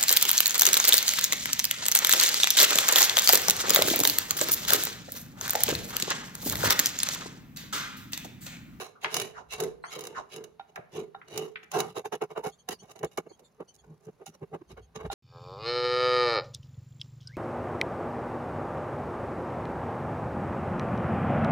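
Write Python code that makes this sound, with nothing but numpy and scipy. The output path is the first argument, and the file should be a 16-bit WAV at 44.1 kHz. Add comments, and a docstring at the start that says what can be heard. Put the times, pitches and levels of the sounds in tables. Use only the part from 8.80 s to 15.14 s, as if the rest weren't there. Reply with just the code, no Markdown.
"""A hand scraper takes old finish off carved hardwood: at first long draws, with a few jabs and nudges among them.
Their edge noise leads the wood; random fractures ring wood and blade resonances, with snaps and light taps on top.
Early on, filtered noise clacks as knocks, thin gliding tones chirp and a decaying noise tail gives reverberation.
After three seconds the reverberant tail is cut short, then returns faintly; short jabs and dull nudges take over.
Chirps go on now and then, over noise for the frame's rumble and a steady workshop background."""
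import sys
import numpy as np
from scipy import signal
from scipy.fft import rfft, irfft
from scipy.io import wavfile
from scipy.ndimage import uniform_filter1d, map_coordinates

SR = 44100
rng = np.random.default_rng(int(sys.argv[2]) if len(sys.argv) > 2 else 0)


def transcribe(u):
    """Save the signal u as a 16-bit wav file named by the first command-line argument.

    u: samples, shape (n,) or (channels, n), limited to [-1, 1]; the rate is SR.
    q: integer samples, one column per channel.
    """
    v = np.clip(np.atleast_2d(u).T, -1, 1)
    q = np.round(v * 32767).astype(np.int16)
    wavfile.write(sys.argv[1], SR, q)


N = 279594
TIME = np.arange(N) / SR  # s
FREQ = np.fft.rfftfreq(N, 1 / SR)  # Hz

# Long draws of the blade: [peak t/s, rise/s, fall/s, force/dB, rasp over force/dB, hiss over force/dB]
DRAWS = [(0.01, 0.036, 0.054, -45, 3, 3.5), (0.268, 0.025, 0.019, -41, 1, -23),
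         (0.392, 0.059, 0.071, -36, -5.5, -1), (0.748, 0.023, 0.028, -47.5, 3, 10),
         (0.822, 0.032, 0.057, -30.5, -9.5, -15), (1.158, 0.03, 0.027, -52, 4, 11.5),
         (1.225, 0.078, 0.14, -43.5, -7.5, -12), (1.549, 0.026, 0.037, -53.5, -16, 7.5),
         (1.585, 0.047, 0.065, -41, -9.5, -39), (2.19, 0.042, 0.042, -33.5, -12, -14.5),
         (2.6, 0.069, 0.064, -35.5, -9, -10.5), (2.966, .024, 0.065, -28.5, -1, -9.5)]
DRAW_FRAME_DB = -10.5  # over the force
# Lags of a draw, the edge ahead of the wood: [frame/s, panel/s, rasp/s, hiss/s]
DRAW_LAGS_S = (-0.0058, 0.0061, -0.0076, -0.015)
# Short jabs into the carving: [peak t/s, rise/s, fall/s, force/dB, hiss over force/dB]
JABS = [(0.235, 0.014, .012, -56, 14.5), (1.647, 0.0045, .006, -57, 3.5), (1.9, .014, 0.0074, -61.5, -5),
        (1.99, 0.027, 0.015, -52.5, -19), (2.481, 0.0037, 0.0089, -56, 1.5),
        (2.833, 0.0038, 0.01, -61, 7.5), (3.1, 0.031, .024, -53, -2.5), (3.175, 0.016, .023, -35, -8),
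        (3.26, 0.0099, 0.014, -37.5, -7.5), (3.333, 0.0082, .021, -29.5, -11.5),
        (3.424, 0.0085, 0.018, -27.5, -17.5), (3.518, 0.015, .014, -43, -13),
        (3.573, 0.011, 0.025, -34.5, -19.5), (3.661, 0.019, 0.024, -33.5, -8),
        (3.893, 0.0032, 0.0052, -32.5, -18), (3.924, 0.026, 0.013, -36.5, -4.5),
        (4.042, .02, 0.024, -55.5, -8), (4.107, .021, 0.021, -53, -4.5), (4.165, 0.0076, 0.017, -50.5, -7),
        (4.236, 0.0036, .018, -30.5, -27), (4.318, .004, 0.032, -64, 2), (4.38, 0.0016, .014, -28.5, -13.5),
        (4.596, 0.0067, 0.0079, -59.5, -0.5), (4.947, 0.0059, 0.019, -85, 25.5),
        (5.047, .006, 0.0073, -59.5, -5), (5.26, 0.043, 0.033, -66, -2.5), (5.469, 0.0071, 0.017, -62, 17),
        (5.552, 0.018, 0.0093, -58.5, -5.5), (5.749, 0.011, .013, -38, -26),
        (5.916, 0.014, .015, -53.5, -1), (5.975, 0.0044, 0.023, -46.5, -19.5),
        (6.166, .012, .013, -42.5, -5.5), (6.21, 0.02, 0.047, -44, -18), (6.259, 0.0098, 0.011, -38, -16.5),
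        (6.33, 0.014, 0.0092, -41, 3)]
JAB_FRAME_DB, JAB_RASP_DB = -14.5, -.5  # over the force
# Lags of a jab: [frame/s, panel/s, rasp/s, hiss/s]
JAB_LAGS_S = (0.0106, 0.0042, -0.0023, -0.00057)
# Dull nudges of hand and tool against the work: [peak t/s, rise/s, panel level/dB, frame level/dB]
NUDGES = [(1.186, 0.019, -38.5, -47), (1.996, 0.015, -65, -45), (3.092, 0.06, -61, -48),
          (3.676, 0.0088, -29, -36), (4.038, 0.022, -63, -51), (4.215, 0.012, -43, -52),
          (4.246, 0.013, -48, -33.5), (4.475, 0.015, -45, -68), (4.518, .015, -46.5, -67),
          (4.626, 0.031, -58.5, -76), (4.818, 0.019, -37, -55.5), (5.126, 0.044, -55.5, -46),
          (5.289, 0.017, -42.5, -39.5), (5.425, 0.022, -43, -68.5), (5.499, 0.018, -67, -44),
          (5.636, 0.016, -37.5, -38.5), (5.75, 0.024, -37.5, -41.5), (5.821, 0.011, -46.5, -50),
          (5.929, 0.029, -57, -48.5), (6.178, 0.014, -62, -39.5), (6.259, 0.016, -58, -34.5)]
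NUDGE_FALL = 0.57  # fall as a share of the rise
NUDGE_RASP_DB, NUDGE_HISS_DB = -11, -35  # over the panel
# Rustle of the resting hands: [frame level/dB, panel level/dB, rasp level/dB, hiss level/dB]
CONTACT_DB = (-74, -76, -75, -83)
CONTACT_SWAY_DB, CONTACT_HZ = 0.5, 18  # how far and how fast the rustle comes and goes
# How lightly the edge skims; a light touch is brighter: [t/s, tilt/dB]
SKIM = [(0, -5), (1.2, -8), (3.0, -5), (4.4, 0.5), (4.9, 14.5), (5.5, 1.5), (6.1, -6.5)]
# Registers a push drives (frame, panel, rasp, hiss, fizz, spray):
# [low edge f/Hz, high edge f/Hz, left-right likeness/share, clumping/dB]
REGISTERS = [(90.1, 264, 1, 2.5), (260, 400, 0.88, 1.5), (578, 2460, 0.56, 2), (2020, 4230, 0.033, 2),
             (4800, 12300, 0.012, 5), (11800, 4900, .02, 13)]
# Resonances of the wood (low) and blade (high): [f/Hz, width/Hz, level over the colour/dB]
RESONANCES = [(162.2, 16.5, 17.5), (228, 21, 8), (351, 23, 10.5), (387, 23, 17.5), (432.5, 9.1, 25.5),
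              (481, 34, 14), (643, 85, 8), (771.5, 51, 12.5), (815, 180, 6), (1036, 6.3, 10), (1070, 19, 0),
              (1197, 46, 4), (2210, 22, 10.5), (2710, 27, 14), (2910, 92, 15), (3864, 128, 14),
              (4370, 140, -10), (5170, 310, 4), (6070, 310, 8.5), (6663, 140, 10.5), (10660, 920, 8.5),
              (11400, 480, 2.5), (15200, 1500, 13)]
# Broad colour of the scraping under the resonances: [f/Hz, level/dB]
COLOUR = [(60, -3), (150, 2.5), (270, -5), (430, 2), (560, 4), (800, 1), (1150, 2.5), (1600, -3.5),
          (2400, -10), (3300, -14), (5000, -11.5), (7000, -9), (8300, -17), (11000, -14), (13000, -18),
          (16000, -24.5)]
# The edge catches and a large flake snaps off: [t/s, level/dB]
CATCHES = [(0.3429, -19), (0.3669, -21.5), (0.399, -25.5), (0.416, -28.5), (0.734, -34.5), (0.7756, -62),
           (0.8016, -23.5), (0.825, -41), (0.8366, -31), (1.191, -37), (1.2078, -37), (1.2386, -38),
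           (1.2518, -39.5), (1.27, -33.5), (1.562, -38), (1.64, -42), (1.9582, -43), (2.5766, -26),
           (2.916, -33.5), (2.99, -30.5), (3.0028, -22), (3.8881, -27.5), (3.908, -37), (4.1156, -47.5),
           (4.191, -47), (4.231, -43.5), (4.246, -37.5), (4.3745, -34.5)]
CATCH_DECAY_S = .0047
# Light taps of the tool on the wood: [t/s, level/dB]
TAPS = [(1.7963, -33.5), (1.961, -41.5), (2.3485, -36), (5.465, -41), (6.3005, -28.5)]
# Modes that ring in a tap: [f/Hz, level/dB, t60/s]
TAP_MODES = [(797, 7, 0.041), (883, -5.5, 0.023), (1400, -7, 0.051), (1830, -13, 0.02),
             (2890, -10.5, 0.021), (3760, -3, 0.019)]
BOUNCE_S, BOUNCE_DB = .0127, -8.5  # the tool lands a second time
# Soft rubs that sink in pitch: [peak t/s, rise and fall/s, level/dB]
RUBS = [(0.587, .03, -42.5), (1.384, .027, -34.5)]
# Balance of the two near channels: [f/Hz, left minus right/dB]
PORTS = [(100, 1.5), (200, -1.5), (400, -3.5), (700, -6), (1250, 0), (2400, 0), (4400, -5), (6500, -5),
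         (9500, 0), (14000, -8.5)]
# Knocks across the workshop, before the scene's mix gains: [t/s, level/dB, centre f/Hz, width/octaves, decay/s]
KNOCKS = [(0.152, -49, 1220, 0.19, 0.016), (0.2453, -16, 1370, 0.94, 0.0053),
          (1.0387, -29.5, 1204, 0.54, .011), (1.795, -45.5, 1250, 0.95, 0.0075),
          (1.9595, -31, 1495, 0.53, 0.0058), (1.974, -34.5, 619, 0.24, 0.012),
          (2.3454, -36.5, 1260, 0.43, 0.0042), (2.415, -41, 1530, .52, 0.009),
          (2.757, -28, 1890, 0.52, 0.0062), (2.831, -45.5, 1840, 0.48, 0.011)]
REBOUND_S, REBOUND_DB = 0.013, -13.5  # each knock touches twice
# Thin chirps, before the scene's mix gains: [t/s, length/s, first f/Hz, last f/Hz, level/dB]
CHIRPS = [(1.022, 0.045, 4170, 4600, -63), (1.035, .09, 2650, 3930, -60), (3.708, 0.04, 3160, 3700, -66.5),
          (3.78, 0.03, 3030, 3430, -66.5), (3.901, 0.05, 4740, 4660, -59), (3.983, 0.032, 2810, 3320, -61),
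          (4.257, 0.02, 3370, 3640, -67.5), (4.484, 0.023, 2240, 2100, -65.5),
          (4.509, 0.04, 3210, 3220, -70), (4.634, 0.0336, 3900, 3400, -67.5),
          (4.874, 0.028, 2956, 3090, -62), (4.979, 0.024, 3500, 3290, -68), (5.869, 0.043, 3140, 3030, -73),
          (6.009, 0.044, 3290, 3180, -74.5)]
# Colour of the chirps and their overtones: [f/Hz, level/dB]
CHIRP_COLOUR = [(2800, -7), (4500, 1), (7000, -2), (9000, -9.5), (11000, -15.5), (14000, -22)]
SECOND_HZ, SECOND_DB, SECOND_LEAD_S = 4440, -10, 0.0037  # each chirp's second voice, which does not glide
# Decay of the reverberant tail: [f/Hz, t60/s]
TAIL_T60 = [(150, 1), (400, 0.71), (1000, 0.5), (2500, 0.38), (6000, 0.31), (11000, 0.3), (16000, 0.05)]
# Level of the reverberant tail: [t/s, level/dB]
TAIL_LEVEL = [(0, -13), (3.08, -18.5), (3.13, -42), (6.34, -28)]
# The heavy frame rocks under the hands, before the rumble's gain: [peak t/s, rise and fall/s, level/dB]
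ROCKS = [(0.78, 0.19, -56), (3.682, 0.027, -59.5), (4.253, 0.019, -56), (5.064, 0.069, -58),
         (5.994, 0.082, -46), (6.307, 0.093, -39)]
RUMBLE_REST_DB = -77.5  # tremble in between, before the rumble's gain
# Relative colour of the rumble: [f/Hz, level/dB]
RUMBLE_COLOUR = [(20, -29), (42, -21), (52, -5), (60, 1), (70, -8), (90, -8), (130, -18), (250, -55),
                 (1000, -90)]
# Relative colour of the workshop background: [f/Hz, level per Hz/dB]
AIR = [(24, -36), (40, -16), (167, -2), (297, -13.5), (422, -17.5), (556, -14), (2500, -27), (2840, -31),
       (4240, -29.5), (6650, -35.5), (8130, -44.5), (10700, -33.5), (16000, -45)]
AIR_DB = -70
CUTOFF_HZ = 16200


def scraping(powers, steady_s=0.035, trims_db=(0, -.3, 1.2, .4, .5, .8)):
    """Each push feeds a stream of fractures into the frame, the panel and the blade."""
    grit = flakes(per_s=7000, spread_db=2.5)
    grip = 0.5 * wander(150) + 0.84 * wander(42)  # the edge sticks and slips
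    out = np.zeros((2, N))
    for power, (low, high, likeness, clump_db), trim_db in zip(powers, REGISTERS, trims_db):
        fractures = grit * amp(clump_db * grip) * pair(likeness)
        ring = convolve(fractures, register(low, high))
        # the noise is evened to a steady level, then shaped by each push's envelope
        local_power = uniform_filter1d((ring ** 2).mean(0), int(steady_s * SR))
        local_level = np.sqrt(abs(local_power) + 1e-9)
        out += amp(trim_db) * np.sqrt(power) * ring / local_level
    return out


def pushes(spray_db=-7):
    """Power of all pushes in each register: it swells as the edge bites and fades as it slides out."""
    rustle_sway = amp(CONTACT_SWAY_DB * wander(CONTACT_HZ))
    power = np.outer(amp(CONTACT_DB), rustle_sway) ** 2
    for s, rise, fall, levels_db, lags in gestures():
        for band, db, lag in zip(power, levels_db, lags):
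            start, push = swell(s + lag, rise, fall)
            add(band, start, (amp(db) * push) ** 2)
    *wood, edge = power
    # a lighter touch tilts the edge's power from hiss towards fizz and spray
    skim_db = curve(SKIM)
    share = amp([np.zeros(N), skim_db, 2 * skim_db + spray_db]) ** 2
    return *wood, *(edge * share / share.sum(0))


def gestures():
    """Every hand move as (s, rise, fall, levels dB, lags s), the last two for frame, panel, rasp and hiss."""
    for s, rise, fall, db, rasp_db, hiss_db in DRAWS:
        yield s, rise, fall, db + np.array([DRAW_FRAME_DB, 0, rasp_db, hiss_db]), DRAW_LAGS_S
    for s, rise, fall, db, hiss_db in JABS:
        yield s, rise, fall, db + np.array([JAB_FRAME_DB, 0, JAB_RASP_DB, hiss_db]), JAB_LAGS_S
    for s, rise, db, frame_db in NUDGES:
        levels_db = (frame_db, db, db + NUDGE_RASP_DB, db + NUDGE_HISS_DB)
        yield s, rise, NUDGE_FALL * rise, levels_db, np.zeros(4)


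def swell(s, rise, fall, rise_shape=2.22, fall_shape=1.53):
    """Start time and envelope of a push that peaks at s."""
    t = np.arange(max(s - 4 * rise, 0), s + 5 * fall, 1 / SR) - s
    decline = np.where(t < 0, abs(t / rise) ** rise_shape, abs(t / fall) ** fall_shape)
    return s + t[0], np.exp(-decline)


def flakes(per_s, spread_db):
    """Tiny fractures at random moments, of very uneven size."""
    size = amp(spread_db * np.minimum(rng.exponential(1, N), 4))
    return size * (rng.random(N) < per_s / SR)


def pair(likeness):
    """Random signs and sizes for left and right, alike by the given share: the panel radiates unevenly."""
    likeness = np.clip(likeness, 0, 1)
    shared, left, right = rng.standard_normal((3, N))
    return np.sqrt(likeness) * shared + np.sqrt(1 - likeness) * np.array([left, right])


def wood_and_blade(hz):
    """Gain from the cutting edge to the air: resonances standing on a broad colour."""
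    peaks = sum(amp(db) ** 2 / (1 + (2 * (hz - f) / width) ** 2) for f, width, db in RESONANCES)
    return amp(read(COLOUR, hz)) * np.sqrt(1 + peaks)


def register(low_hz, high_hz, order=8):
    """Response of wood and blade through a low and a high slope, with an energy of one."""
    def gain(hz):
        low_slope = 1 + (low_hz / (hz + 1)) ** order
        high_slope = 1 + (hz / high_hz) ** order
        return wood_and_blade(hz) / np.sqrt(low_slope * high_slope)
    response = causal(gain)
    return response / np.linalg.norm(response)


def moving_spot(x, depth_db=4.0, dwell_s=.07, spacing=1.5, size=1024):
    """As the edge travels over the carving it favours now these modes, now those."""
    hz, t, z = signal.stft(x, SR, nperseg=size, noverlap=size * 3 // 4)
    place = np.meshgrid(np.sqrt(hz) / spacing, t / dwell_s, indexing="ij")  # higher modes lie wider apart
    favour = map_coordinates(rng.standard_normal((256, 256)), place, order=3, mode="wrap")
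    favour *= np.clip(hz / 600, 0, 1)[:, None]  # the long waves of the frame hardly depend on the spot
    coloured = z * unit(amp(depth_db * favour))
    return signal.istft(coloured, SR, nperseg=size, noverlap=size * 3 // 4)[1][:, :N]


def catches(fizz, low_hz=2000, gain_db=0.0, swell_s=0.0003, small_per_s=25, small_db=6.5):
    """The edge lets go in a sudden, bright burst of fractures; small ones come by chance, scaled by the fizz."""
    t = np.arange(-SR // 100, SR // 20) / SR
    snap = np.exp(np.where(t < 0, t / swell_s, -t / CATCH_DECAY_S))
    small = amp(small_db) * np.sqrt(fizz) * (rng.random(N) < small_per_s / SR)
    bursts = convolve(small, snap[t >= 0])[0]
    for s, db in CATCHES:
        add(bursts, s + t[0], amp(db) * snap)
    grit = unit(flakes(per_s=22000, spread_db=1.5) * pair(0.017))
    return amp(gain_db) * convolve(bursts * grit, register(low_hz, CUTOFF_HZ, order=4))


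def taps(contact_s=.0018):
    """A soft contact rings the tool's few modes, then a weaker bounce rings them again."""
    out, t = np.zeros(N), np.arange(SR // 6) / SR
    ring = sum(amp(db - 60 * t / t60) * np.sin(2 * np.pi * hz * t) for hz, db, t60 in TAP_MODES)
    onset = 1 - np.exp(-t / contact_s)
    for s, db in TAPS:
        for delay, drop_db in (0, 0), (BOUNCE_S, BOUNCE_DB):
            add(out, s + delay, amp(db + drop_db) * ring * onset)
    return out


def rubs(centre_hz=1120, sink_octaves_per_s=16.0, width_hz=1250, grit_db=-15):
    """The blade's flat slides over the wood: friction in a broad, sinking resonance, with a little grit."""
    out, blade = np.zeros((2, N)), register(1650, 6800)
    r = np.exp(-np.pi * width_hz / SR)  # pole radius
    for s, length, db in RUBS:
        start, push = swell(s, length, length)
        count = len(push)
        hz = centre_hz * 2 ** (-sink_octaves_per_s * (start - s + np.arange(count) / SR))
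        carrier = np.exp(2j * np.pi * np.cumsum(hz) / SR)
        for port in out:
            a, b, grit = rng.standard_normal((3, count))
            friction = signal.lfilter([1], np.poly([r, r, r, r]), a + 1j * b) * carrier
            blade_grit = unit(signal.fftconvolve(grit, blade)[:count])
            add(port, start, amp(db) * push * (unit(friction.real) + amp(grit_db) * blade_grit))
    return out


def near(x, lag_ms=.12):
    """The work lies to the right, so the left port hears it a little later and mostly softer."""
    side_db = read(PORTS, FREQ) / 2
    left = amp(side_db) * np.exp(-2j * np.pi * FREQ * lag_ms / 1000)
    both = np.array([left, amp(-side_db)])
    even_power = np.sqrt((amp(2 * side_db) + amp(-2 * side_db)) / 2)
    return irfft(both * rfft(x) / even_power, N)


def knocks():
    """Short hollow clacks: noise bursts around their own pitch, each with a rebound."""
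    out, t = np.zeros((2, N)), np.arange(SR // 10) / SR
    for s, db, centre_hz, octaves, decay in KNOCKS:
        colour = causal(lambda hz: np.exp(-.5 * (np.log2((hz + 1) / centre_hz) / octaves) ** 2))
        rebound = np.exp(-abs(t - REBOUND_S) / decay) * (t > REBOUND_S)
        contacts = np.exp(-t / decay) + amp(REBOUND_DB) * rebound
        for port in out:
            clack = signal.fftconvolve(rng.standard_normal(len(t)) * contacts, colour)
            add(port, s, amp(db) * clack * np.sqrt(decay * SR / 2) / np.linalg.norm(clack))
    return out


def chirps(waver=0.028):
    """Quick gliding whistles and a second voice that holds its pitch, all wavering, with two overtones each."""
    out, unrest = np.zeros(N), wander(260)
    for s, length, first_hz, last_hz, db in CHIRPS:
        count = int(length * SR)
        main_voice = s, np.linspace(first_hz, last_hz, count), db
        second_voice = s - SECOND_LEAD_S, SECOND_HZ, db + SECOND_DB
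        for start, glide, level_db in main_voice, second_voice:
            hz = glide * (1 + waver * unrest[int(start * SR):][:count])
            phase = 2 * np.pi * np.cumsum(hz) / SR
            tone = sum(amp(read(CHIRP_COLOUR, k * hz)) * np.sin(k * phase) for k in range(1, 4))
            add(out, start, amp(level_db) * unit(tone * signal.windows.tukey(count, .8)))
    return out


def diffuse(t60_table, start_s):
    """Dense reflections, different for each ear, every band dying at its own speed."""
    hz, t, z = signal.stft(rng.standard_normal((2, SR * 3 // 4)), SR, nperseg=256)
    decay = amp(-60 * t / read(t60_table, hz)[:, None])
    tail = signal.istft(z * decay, SR, nperseg=256)[1]
    # silent until start_s, full at twice that
    tail = tail * np.clip(np.arange(tail.shape[1]) / SR / start_s - 1, 0, 1)
    return tail / np.linalg.norm(tail[0])


def rumble(frame, follow_db=-23, gain_db=-7):
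    """The frame's deep sway: noise that follows its pushes a little and swells when the hands rock it."""
    sway = amp(RUMBLE_REST_DB) + amp(follow_db) * np.sqrt(frame)
    for s, length, db in ROCKS:
        start, rock = swell(s, length, length)
        add(sway, start, amp(db) * rock)
    return amp(gain_db) * sway * noise(RUMBLE_COLOUR)


def background():
    """Steady workshop air: coloured noise, partly shared between left and right."""
    return amp(AIR_DB) * unit(noise(AIR) + 0.53 * np.array([noise(AIR), noise(AIR)]))


def noise(colour):
    """Steady noise of a given spectrum, with an rms of one."""
    return unit(irfft(rfft(rng.standard_normal(N)) * amp(read(colour, FREQ)), N))


def wander(hz):
    """Smooth chance that changes about hz times a second, with an rms of one."""
    return unit(irfft(rfft(rng.standard_normal(N)) / (1 + (FREQ / hz) ** 4), N))


def causal(gain, size=8192):
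    """The quickest-starting (minimum-phase) impulse response that has the given gain(Hz)."""
    log_gain = np.log(np.maximum(gain(abs(np.fft.fftfreq(size, 1 / SR))), 1e-5))
    return np.fft.ifft(np.exp(np.conj(signal.hilbert(log_gain)))).real[:size // 2]


def convolve(x, response):
    """Passes a sound through a response, channel by channel."""
    return signal.oaconvolve(np.atleast_2d(x), np.atleast_2d(response), axes=1)[:, :N]


def add(mix, s, sound):
    """Mixes a sound in at time s."""
    part = mix[max(round(s * SR), 0):][:len(sound)]
    part += sound[:len(part)]


def read(points, hz):
    """Reads a table of (Hz, value) on a log-frequency axis."""
    f, value = np.transpose(points)
    return np.interp(np.log(hz + 1), np.log(f + 1), value)


def curve(points):
    """Reads a table of (s, value) at every sample."""
    return np.interp(TIME, *np.transpose(points))


def amp(db):
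    """Decibels to gain."""
    return 10 ** (np.asarray(db) / 20)


def unit(x):
    """Scales to an rms of one."""
    return x / np.sqrt(np.mean(x ** 2) + 1e-20)


def scene():
    """Blade and wood near by, knocks and chirps farther off, over rumble and workshop air."""
    powers = pushes()
    frame, fizz = powers[0], powers[4]
    work = near(moving_spot(scraping(powers)) + catches(fizz) + taps() + rubs())
    clacks = knocks()
    # nearby boards and walls give each knock a short, full body
    body = convolve(clacks, diffuse([(700, 0.54), (3000, 0.39)], start_s=0.004))
    clacks = amp(-2.5) * clacks + amp(-14) * body
    whistles = chirps()
    reflected = convolve(whistles, diffuse([(4000, 0.078)], start_s=0.0028))
    whistles = amp(-4.5) * whistles + amp(3.0) * reflected  # heard mostly by reflection
    send = amp(-1.0) * work + amp(1.0) * clacks
    tail = convolve(send, diffuse(TAIL_T60, start_s=0.00073)) * amp(curve(TAIL_LEVEL))
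    return work + clacks + whistles + tail + rumble(frame) + background()


def record(dry):
    """Cuts off the top of the treble with a steep low-pass."""
    low_pass = signal.firwin(401, CUTOFF_HZ, window=("kaiser", 9), fs=SR)
    return signal.oaconvolve(dry, low_pass[None], "same")


dry = scene()
out = record(dry)
transcribe(out)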